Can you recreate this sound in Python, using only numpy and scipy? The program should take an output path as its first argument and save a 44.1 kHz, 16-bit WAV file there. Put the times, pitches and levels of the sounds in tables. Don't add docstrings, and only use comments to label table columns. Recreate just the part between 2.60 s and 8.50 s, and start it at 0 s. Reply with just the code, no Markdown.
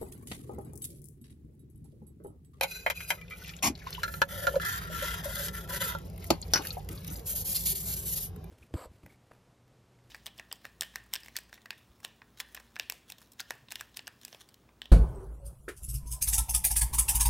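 import sys
import numpy as np
from scipy import signal
from scipy.fft import rfft, irfft, next_fast_len
from scipy.io import wavfile
from scipy.ndimage import uniform_filter1d, map_coordinates

SR = 44100
rng = np.random.default_rng(int(sys.argv[2]) if len(sys.argv) > 2 else 0)


def gain_from_db(level_db):
    decades = np.asarray(level_db, float) / 20
    return 10 ** decades


def materialize(psi):
    bounded = np.clip(np.atleast_2d(psi).T, -1, 1)
    quanta = np.round(bounded * 32767).astype(np.int16)
    wavfile.write(sys.argv[1], SR, quanta)


N = 260190

# time in seconds, level in dB.
HUM_LEVEL = [(0.0, -51), (1.38, -45.5), (1.64, -42), (4.2, -41), (5.0, -42.5), (5.9, -42)]
# frequency in Hz, level in dB per Hz.
HUM_SPECTRUM = [(25, -29), (45, -3), (60, 4), (75, -3), (92, 1.5), (125, -10.5), (166, 1.5), (210, -16),
                (320, -24), (400, -16.5), (700, -25), (1500, -40), (7000, -48.5)]
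BRISTLE_SPECTRUM = [(300, -45), (3000, -16), (5000, -15), (8000, -2), (11500, 0.0), (13000, 0.5),
                    (15000, -1), (15900, -2.5)]
SHEET_SPECTRUM = [(400, -33.5), (800, 3), (980, 4), (1500, -16.5), (2400, 0), (4000, -11.5), (5500, -3),
                  (8000, -3), (12000, -7), (15500, -17)]

# time in seconds, peak at 1-3 kHz in dB,
# hollowness in dB, brightness in dB, 60 dB decay in seconds.
BOWL_KNOCKS = [(0.0105, -21.5, 0, 2.5, 0.019), (0.022, -29.5, 1.5, -1, 0.13), (0.033, -25, -0.5, 5, 0.05),
               (0.263, -16.5, -4.5, -18.5, 0.042), (0.278, -29.5, -8, -13, 0.059),
               (0.300, -20.5, -8.5, -6, 0.061), (0.404, -33, -28, -8, 0.057),
               (0.504, -18, -11, -2.5, 0.043), (0.516, -32.5, -5, -16.5, 0.1)]
BOWL_DRIPS = [(0.5773, -49.5, -10, -9, 0.065), (0.613, -42.5, -22, -7, 0.033),
              (0.7078, -39, -29, -9, 0.057), (0.7189, -39.5, -25, -14, 0.08)]
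FUNNEL_KNOCKS = [(1.433, -20, -22.5, -2.5, 0.07), (1.479, -32.5, -11, -7, 0.09),
                 (1.5395, -31, -14, -4, 0.04), (1.6176, -11.5, -5.5, -7, 0.041),
                 (1.8692, -18, -7, -5, 0.06), (1.956, -32.5, -3, -2, 0.034),
                 (1.9986, -24.5, -30, -13, 0.025), (2.0323, -29, -15, -22, 0.033),
                 (3.3494, -35.5, 8, -2, 0.042)]
BASIN_KNOCKS = [(3.704, -29, 11.7, 9, 0.025), (3.72, -41.5, 7.2, -6, 0.14), (3.99, -55.5, 22.3, 0.5, 0.105),
                (4.004, -57, 13, -6, 0.04)]
RACK_KNOCKS = [(3.936, -25, 6, 16.3, 0.034), (3.944, -30.5, 2, 3.9, 0.17), (3.958, -24, 2, 1.1, 0.07),
               (3.975, -29, -1, 1.5, 0.052)]

# frequency in Hz, width in Hz, level in dB.
BOWL_RIM = [(546, 53, 4), (908, 110, 1.5), (1514, 167, 1.5), (2130, 220, 1.5), (2420, 140, 3),
            (3130, 80, -2), (3970, 96, -9.5)]
WET_BOWL = [(1272, 18, -12), (1470, 22, -17), (2000, 19, -5), (2360, 47, -4.5), (3130, 37, -25)]
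FUNNEL_RIM = [(554.6, 19, 6.5), (918, 47, -2.5), (1396, 49, 5.5), (1707, 73, -1.5), (3400, 120, -41),
              (4120, 146, -6.5)]
BASIN = [(154, 29, 2.5), (271, 97, 1), (340, 120, -0.5), (421, 48, 0), (755, 200, -18), (1520, 190, -8),
         (3060, 170, -16), (3850, 44, -10), (4440, 290, 1.5), (4830, 138, -21), (6840, 140, -9)]
RACK = [(920, 38, -16.5), (1400, 190, -1), (2530, 1800, -19), (2950, 120, -2), (4570, 450, -3.5),
        (5100, 135, 6), (5730, 100, 8.5), (6680, 180, 0.5)]
# frequency in Hz, width in Hz, level in dB.
BOWL = [(520, 48, -19), (1520, 77, -8), (2060, 40, -14), (2498, 36, 4), (4030, 29, -2), (4900, 24, -5),
        (5950, 44, -7.5), (7000, 46, -2)]
FUNNEL = [(970, 30, -16.5), (1364, 31, 7), (1540, 220, -5.5), (1780, 106, 1), (2032, 53, -7),
          (2555, 16, -10.5), (3260, 340, -15), (3730, 36, -5.5), (4920, 55, -16.5)]
BLADE = [(4600, 1100, 17), (6250, 1100, 5), (2820, 500, -7)]
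BASIN_BOOM = [(110, 72, 1), (250, 34, 4), (318, 28, 0)]

# start in seconds, length in seconds, hiss in dB,
# place of the strongest moment from 0 to 1, body ring relative to the hiss in dB.
BOWL_STROKES = [(.06, 0.059, -52, 0.8, 0.5), (.125, 0.18, -53.5, 0, -2), (.33, 0.12, -52.5, 0.7, 0),
                (.47, 0.013, -38, 0.4, -11.5)]
FUNNEL_STROKES = [(1.44, 0.19, -54, 0.56, -8), (1.675, 0.093, -51, 0.62, 2.5), (1.76, 0.21, -48, 0.2, -2.5),
                  (1.99, .045, -55, .2, 8.5), (2.04, 0.14, -44, 0.15, 4), (2.2, 0.078, -58, .1, 9),
                  (2.29, 0.31, -46.5, 0.47, 5), (2.62, 0.25, -42.5, 0.74, -3), (2.92, 0.11, -51, .1, -2),
                  (3.08, 0.091, -43.5, 0.85, -2), (3.19, 0.093, -41, 0.79, -2),
                  (3.29, 0.039, -52.5, 0.24, 4)]
KNIFE_STROKES = [(4.652, 0.083, -39, 0.6, -25), (4.745, 0.079, -39, 0.18, -17),
                 (4.84, 0.092, -36, 0.68, -20), (4.94, 0.027, -33, 0.4, -7), (4.98, 0.06, -41, .2, -16),
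                 (5.048, 0.076, -32.5, 0.34, -13.5), (5.146, 0.035, -38.5, 0.7, -10),
                 (5.19, 0.07, -43.5, 0.64, -27), (5.25, 0.091, -38.5, 0.96, -14),
                 (5.352, 0.088, -44, 0.19, -18), (5.446, 0.094, -37, 1, -25), (5.55, 0.038, -39, .7, -9),
                 (5.594, 0.07, -41.5, 0.53, -25)]
# time in seconds, peak in dB.
FUNNEL_SNAPS = [(2.0593, -33), (2.068, -26.5), (2.1376, -33), (2.151, -34), (2.2529, -35), (2.2988, -35),
                (2.318, -37), (2.3661, -38), (2.396, -27), (2.413, -26), (2.425, -21), (2.5213, -32),
                (2.6061, -37), (2.6884, -33), (2.7303, -33), (2.766, -24), (2.8046, -28), (2.8824, -19),
                (3.075, -36), (3.092, -39), (3.1059, -38), (3.1414, -30), (3.1597, -24), (3.2077, -29),
                (3.2391, -30), (3.2765, -28), (3.3204, -30)]
KNIFE_SNAPS = [(4.6593, -40), (4.6678, -34), (4.706, -33), (4.7506, -35), (4.8504, -36), (4.872, -34),
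               (4.925, -32), (4.9466, -30), (4.97, -31), (5.0609, -33), (5.0674, -30), (5.085, -30),
               (5.115, -32), (5.1507, -35), (5.172, -35), (5.2589, -36), (5.3248, -31), (5.3567, -35),
               (5.448, -41)]
# start in seconds, length in seconds,
# level in dB, place of the strongest moment from 0 to 1, brighter partial relative to it in dB.
CUP_PUFFS = [(1.715, 0.083, -46, .5, -12), (1.815, 0.041, -40.5, .8, -15), (1.872, 0.013, -30.5, .6, -18),
             (1.905, .012, -41, .5, -15), (1.935, 0.012, -34, .5, -14.5), (1.955, 0.012, -28, .8, -15.5),
             (2.295, 0.038, -42.5, 0.3, -20), (2.415, 0.026, -40.5, 0.6, -28),
             (2.65, 0.063, -46, 0.5, -13.5), (2.76, .16, -52, 0.1, -10.5), (3.09, 0.088, -49.5, 0.5, -4),
             (3.2, 0.063, -48.5, .4, -5), (3.29, 0.057, -52, 0.6, -4)]

# start in seconds, length in seconds, trickle in dB,
# place of the strongest moment from 0 to 1, spray relative to the trickle in dB.
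TRICKLES = [(.54, 0.43, -48.5, 0.77, -11), (1.14, 0.27, -45, 0.78, -13.5), (3.36, 0.3, -63, 0.18, -6),
            (3.58, 0.11, -57, 0.74, -4), (3.74, 0.071, -64, 0.2, -2), (3.82, 0.15, -51, 1, -7.5),
            (4.0, 0.2, -48, 0.21, -3), (4.285, 0.07, -55, 0.3, -0.5), (4.37, 0.037, -55, 0.2, -9.5),
            (4.43, 0.26, -54.5, 0.31, 2.5)]
# time in seconds, peak in dB, bubble pitch in Hz.
WATER_DROPS = [(0.6803, -42, 2620), (0.8175, -39.5, 1430), (0.8455, -33.5, 2720), (0.8984, -37, 2260),
               (0.9357, -35.5, 2730), (0.965, -35.5, 6920), (0.9885, -40.5, 3240), (1.152, -37.5, 4200),
               (1.2221, -41, 2130), (1.268, -30.5, 1010), (1.327, -27, 4160), (1.347, -28.5, 3190),
               (1.379, -35.5, 965), (3.8153, -29, 7400), (3.8252, -30.5, 4300), (4.021, -39, 3130),
               (4.0495, -30, 1780), (4.105, -26, 4340), (4.169, -25.5, 691), (4.376, -41, 4340),
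               (4.5007, -30.5, 6660), (4.5563, -37.5, 4830)]
STEEL_DROPS = [(0.879, -37, 2350), (1.305, -34, 2450), (3.3853, -40, 2640), (3.472, -51, 1200),
               (3.4989, -43, 4250), (3.5604, -48, 3400), (3.578, -39.5, 2040), (0.7608, -51, 2540),
               (0.7, -40.5, 3000), (0.782, -53, 3500), (3.642, -32.5, 1770), (4.07, -23.5, 4500),
               (4.105, -43, 5280), (4.2884, -30, 2980), (4.247, -48, 5400), (4.3306, -48, 3000),
               (4.352, -50, 5000), (4.434, -47, 5000), (4.446, -35, 3200), (4.468, -46, 2500),
               (4.537, -41, 6000), (4.4777, -28, 6400), (4.594, -39, 4140), (5.761, -44, 1680),
               (5.841, -43.5, 1380)]
# start in seconds, length in seconds, level in dB,
# place of the strongest moment from 0 to 1, second voice in dB (unheard).
SPLASH_SHEET = [(1.023, 0.053, -28, 0.74, 0)]
SPLASH_BOOM = [(1.028, 0.081, -34, 0.45, 0)]
# time in seconds, level in dB, half width in seconds.
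RACK_NUDGES = [(4.312, -46, 0.026), (4.51, -45, 0.026), (4.58, -47.5, 0.019)]

# attack in seconds, 60 dB release in seconds,
# sag away from the strongest moment in dB per second, how far the second voice follows as a power.
BOWL_MANNER = (0.033, 0.21, 107, 0.65)
FUNNEL_MANNER = (0.024, 0.14, 51.3, 0.69)
KNIFE_MANNER = (0.018, 0.083, 67, 0.63)
FLOW_MANNER = (0.026, 0.31, 71, 1.2)
PUFF_MANNER = (0.011, 0.057, 41, 0.99)
SHEET_MANNER = (0.0059, 0.074, 31, .9)
BOOM_MANNER = (0.014, 0.12, 90, .9)

# frequency in Hz, echo share in dB.
SINK_ECHO = [(60, -22.5), (350, -3.5), (900, 0), (2000, 0), (6000, -2), (9000, -9.5), (16000, -14)]
# frequency in Hz, lead of the right in radians.
PORT_LEAD = [(100, 0), (400, -.15), (700, -.8), (1500, -1.6), (2100, -.3), (3000, -.9), (5000, -.6),
             (6000, 1.1)]
# frequency in Hz, left minus right in dB.
PORT_LEAN = [(60, -0.4), (130, -1.5), (300, -2), (600, 0), (2000, 1), (5000, 4.5), (7500, 1)]


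def unit(x):
    return x / np.sqrt(np.mean(x ** 2) + 1e-20)


def along(points, hz):
    f, v = np.transpose(points)
    return np.interp(np.log(hz + 1), np.log(f + 1), v)


def wobble(rate):
    knots = rng.standard_normal(int(N * rate / SR) + 4)
    return map_coordinates(knots, [np.arange(N) * rate / SR])


def filtered(x, response):
    n = x.shape[-1]
    m = next_fast_len(n + 2048)
    return irfft(rfft(x, m) * response(np.fft.rfftfreq(m, 1 / SR)), m)[..., :n]


def modes(table, between_db, scatter_db=0):
    gains = gain_from_db(np.array(table)[:, 2] + scatter_db * rng.standard_normal(len(table)))

    def response(f):
        total = gain_from_db(between_db)
        for k, (centre, width, _) in enumerate(table):
            damping = 1j * f * width
            total = total + (-1) ** k * gains[k] * damping / (centre ** 2 - f ** 2 + damping)
        return total
    return response


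def gritty(grit_db, clump_db):
    return unit(rng.standard_normal(N) * gain_from_db(grit_db * wobble(900) + clump_db * wobble(70)))


def add(track, s, sound):
    part = track[round(s * SR):][:len(sound)]
    part += sound[:len(part)]


def gestures(rows, manner):
    attack, release, sag, follows = manner
    out = np.zeros((2, N))
    for s, length, db, place, second_db in rows:
        t = np.arange(round((length + release) * SR)) / SR
        rise = np.sin(np.pi / 2 * np.minimum(t / attack, 1)) ** 2
        sag_db = -sag * np.abs(np.minimum(t, length) - place * length)
        release_db = -60 * np.maximum(t - length, 0) / release
        shape = rise * gain_from_db(sag_db + release_db)
        add(out[0], s, gain_from_db(db) * shape)
        add(out[1], s, gain_from_db(db + second_db) * shape ** follows)
    return out


def room():
    s, db = np.transpose(HUM_LEVEL)
    hum = unit(filtered(rng.standard_normal(N), lambda f: gain_from_db(along(HUM_SPECTRUM, f)) * (f > 20)))
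    return gain_from_db(np.interp(np.arange(N) / SR, s, db) - 0.5 + 0.27 * wobble(3.42)) * hum


def knocks(table, body, between_db, crack, gain_db, top_db):
    track, t = np.zeros(N), np.arange(6144) / SR
    lead_in = 256
    for s, db, low_db, high_db, t60 in table:
        decay = gain_from_db(-60 * t / t60) + crack * gain_from_db(-60 * t / 0.0057)
        push = rng.standard_normal(len(t)) * decay * (1 - np.exp(-t / 0.0013))
        push[8] += 6 * crack
        ring = modes(body, between_db, scatter_db=0.5)

        def registers(f):
            edges = [1 / (1 + (f / c) ** 8) for c in (1100, 3000, 7500)]
            bands = np.diff([0 * f, *edges, 0 * f + 1], axis=0)
            return ring(f) * bands * f / (f + 120)
        parts = filtered(np.pad(push, (lead_in, 0)), registers)
        parts[:, :lead_in] *= np.linspace(0, 1, lead_in) ** 8
        parts = parts / np.abs(parts).max(axis=1, keepdims=True)
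        levels = gain_from_db([low_db, 0, high_db, top_db + 0.85 * high_db])
        add(track, s - lead_in / SR, gain_from_db(db + gain_db) * (levels @ parts))
    return track


def brush(strokes, body, between_db, grit_db, clump_db, ring_db, manner):
    speed, drive = gestures(strokes, manner)
    slips = gritty(grit_db, clump_db)
    hiss = unit(filtered(slips, lambda f: gain_from_db(along(BRISTLE_SPECTRUM, f))))
    grips = np.clip(.5 + 0.084 * wobble(1.8), 0, 1)
    holds = [modes(body, between_db, scatter_db=0.5) for _ in range(2)]
    pair = filtered(drive * slips, lambda f: [hold(f) * f / (f + 400) / (1 + (f / 7000) ** 4) for hold in holds])
    ring = unit(grips * pair[0] + (1 - grips) * pair[1])
    return gain_from_db(8) * speed * hiss + gain_from_db(ring_db) * np.sqrt(np.mean(drive ** 2)) * ring


def bubbles(count, centre_hz, spread, cycles, size_db):
    u, t = rng.standard_normal((count, 3)), np.arange(280) / SR
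    hz = np.clip(centre_hz * np.exp(spread * u[:, :1]), 300, 15000)
    fade = np.exp(-t * hz / cycles) * (1 - np.exp(-t * hz / 4.0))
    grain = gain_from_db(size_db * u[:, 1:2]) * np.sin(2 * np.pi * hz * t) * fade
    at = rng.integers(0, N, count)[:, None] + np.arange(len(t))
    return unit(np.bincount(at.ravel(), grain.ravel())[:N])


def trickle():
    flow, mist = gestures(TRICKLES, FLOW_MANNER)
    rush = np.zeros(N)
    for hz, db in [(1300, -0.5), (2600, 3.5), (5000, -1)]:
        surge = rng.standard_normal(N) * gain_from_db(5.4 * wobble(900) + 4.5 * wobble(35))
        rush += gain_from_db(db) * filtered(surge, modes([(hz, 0.52 * hz, 0)], -61))
    spray = unit(filtered(gritty(3.5, 5.0), lambda f: 1 / (1 + (7000 / (f + 1)) ** 4)))
    beads = bubbles(count=3500, centre_hz=2700, spread=0.522, cycles=5.6, size_db=6.5)
    wet = 0.55 * beads + 0.8 * unit(rush)
    return gain_from_db(-3.0) * flow * wet + gain_from_db(10.5) * mist * spray


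def drops(table, spray_db, purity):
    track, t = np.zeros(N), np.arange(3072) / SR
    for s, db, hz in table:
        fade = gain_from_db(-60 * t / (0.012 + 38 / hz * purity / .6)) * (1 - np.exp(-t / 0.0009))
        bubble = np.sin(2 * np.pi * hz * t * (1 + 3 * t))
        near_pitch = modes([(hz, hz * (1.8 - 2.2 * purity), 0)], -40)
        noise = rng.standard_normal((2, len(t)))
        burst, spray = filtered(noise, lambda f: [near_pitch(f) ** 2, 1 / (1 + (8000 / (f + 1)) ** 6)])
        body = purity * bubble + 0.61 * hz / (hz + 1200) * unit(burst)
        add(track, s, fade * (gain_from_db(db + 1.5) * body + gain_from_db(db + spray_db - 7.0) * unit(spray)))
    return track


def splash():
    fall = gestures(SPLASH_SHEET, SHEET_MANNER)[0]
    swell = gestures(SPLASH_BOOM, BOOM_MANNER)[0]
    sheet = unit(filtered(gritty(1.3, 1.12), lambda f: gain_from_db(along(SHEET_SPECTRUM, f)) * (f > 300)))
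    boom = unit(filtered(rng.standard_normal(N), modes(BASIN_BOOM, between_db=-50)))
    track = gain_from_db(3.0) * fall * sheet + swell * boom
    t = np.arange(-300, 300) / SR
    slap = np.sin(2 * np.pi * 260 * t) * np.exp(-(t / 0.0026) ** 2)
    add(track, 1.096, gain_from_db(-26) * slap)
    return track


def cup_air():
    hollow, partial = gestures(CUP_PUFFS, PUFF_MANNER)
    tones = [modes([(568, 65, 0)], -80), modes([(975, 90, 0)], -80)]
    low, high = filtered(gritty(2.2, 2.9), lambda f: [tone(f) ** 2 for tone in tones])
    return hollow * unit(low) + partial * unit(high)


def snaps(table, body, between_db, gain_db):
    track, t = np.zeros(N), np.arange(1024) / SR
    for s, db in table:
        fade = gain_from_db(db - 60 * t / 0.022) * (1 - np.exp(-t / 0.0006))
        add(track, s, fade * rng.standard_normal(len(t)))
    return gain_from_db(gain_db) * filtered(track, lambda f: modes(body, between_db)(f) * f / (f + 600))


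def grumble():
    t = np.arange(N) / SR
    swell = sum(gain_from_db(db) * np.exp(-((t - s) / half) ** 2) for s, db, half in RACK_NUDGES)
    shudder = modes([(130, 60, 0), (220, 80, -2), (320, 50, 0)], -60)
    return swell * unit(filtered(gritty(2.5, 1.5), shudder))


def sink(x):
    hop, t = 4096, np.arange(2048) / SR
    padded = np.pad(x, (hop, hop))
    window = np.hanning(2 * hop) ** .5
    out = np.zeros((2, N + 4 * hop))
    for start in range(0, N, hop):
        tail = rng.standard_normal((2, len(t))) * gain_from_db(-60 * t / 0.046)
        piece = padded[start:start + 2 * hop]
        piece = piece * window[:len(piece)]
        echo = signal.fftconvolve(piece[None], tail / np.linalg.norm(tail[0]), axes=1)
        out[:, start:start + echo.shape[1]] += echo
    return filtered(out[:, hop:hop + N], lambda f: gain_from_db(along(SINK_ECHO, f)))


def scene():
    scrub = brush(BOWL_STROKES, BOWL, between_db=-41, grit_db=2.0, clump_db=2.0, ring_db=6.0, manner=BOWL_MANNER)
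    scrub += brush(FUNNEL_STROKES, FUNNEL, between_db=-21.5, grit_db=2.6, clump_db=2.5, ring_db=3.5,
                   manner=FUNNEL_MANNER)
    scrub += brush(KNIFE_STROKES, BLADE, between_db=-21, grit_db=1.0, clump_db=1.5, ring_db=-4.5,
                   manner=KNIFE_MANNER)
    blows = knocks(BOWL_KNOCKS, BOWL_RIM, between_db=-20.0, crack=1.0, gain_db=-1.0, top_db=11.0)
    blows += knocks(BOWL_DRIPS, WET_BOWL, between_db=-30, crack=0.91, gain_db=1.0, top_db=9)
    blows += knocks(FUNNEL_KNOCKS, FUNNEL_RIM, between_db=-18.5, crack=2.2, gain_db=-1.5, top_db=6.5)
    blows += knocks(BASIN_KNOCKS, BASIN, between_db=-12, crack=0.5, gain_db=5.0, top_db=5)
    blows += knocks(RACK_KNOCKS, RACK, between_db=-15.5, crack=1.5, gain_db=-2.05, top_db=9.0)
    blows += snaps(FUNNEL_SNAPS, FUNNEL, between_db=-19, gain_db=12.5)
    blows += snaps(KNIFE_SNAPS, BLADE, between_db=-12, gain_db=-19)
    water = drops(WATER_DROPS, spray_db=-24, purity=.6)
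    water += drops(STEEL_DROPS, spray_db=11.5, purity=.12)
    steady = scrub + cup_air() + trickle() + splash() + room() + grumble()
    sharp = blows + water
    return steady + sharp + sink(steady + gain_from_db(-0.5) * sharp)


def joint_stereo(pair, weak_db, waver_db, from_hz):
    sum_and_difference = np.array([pair[0] + pair[1], pair[0] - pair[1]]) / 2
    hz, _, z = signal.stft(sum_and_difference, SR, nperseg=2048)
    power = np.add.reduceat(np.abs(z) ** 2, np.arange(0, len(hz), 32), axis=1)
    waver = uniform_filter1d(rng.standard_normal(power.shape), size=3) * np.sqrt(3)
    limit = gain_from_db(2 * (weak_db + waver_db * waver))
    treble = power[:, 5:].sum(axis=(0, 1)) + 1e-20
    calm = treble < gain_from_db(2 * 10) * np.roll(treble, 1)
    weak = np.repeat(calm & (power < limit * power[::-1]), 32, axis=1)[:, :len(hz)]
    kept = z * ~(weak & (hz > from_hz)[:, None])
    mid, side = signal.istft(kept, SR, nperseg=2048)[1][:, :N]
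    return np.array([mid + side, mid - side])


def low_pass(x):
    return signal.sosfilt(signal.butter(12, 16820, fs=SR, output="sos"), x)


def record(dry):
    half = np.array([[-.5], [.5]])

    def ports(f):
        lead = along(PORT_LEAD, f) + 2 * np.pi * 143e-6 * np.maximum(f - 6280, 0)
        roll_off = 1 / (1 + (f / 15750) ** 90)
        return np.exp(1j * half * lead) * gain_from_db(-half * along(PORT_LEAN, f)) * roll_off
    pair = joint_stereo(filtered(dry, ports), weak_db=-5.5, waver_db=2.2, from_hz=6800)
    return low_pass(pair)


dry = scene()
out = record(dry)
materialize(out)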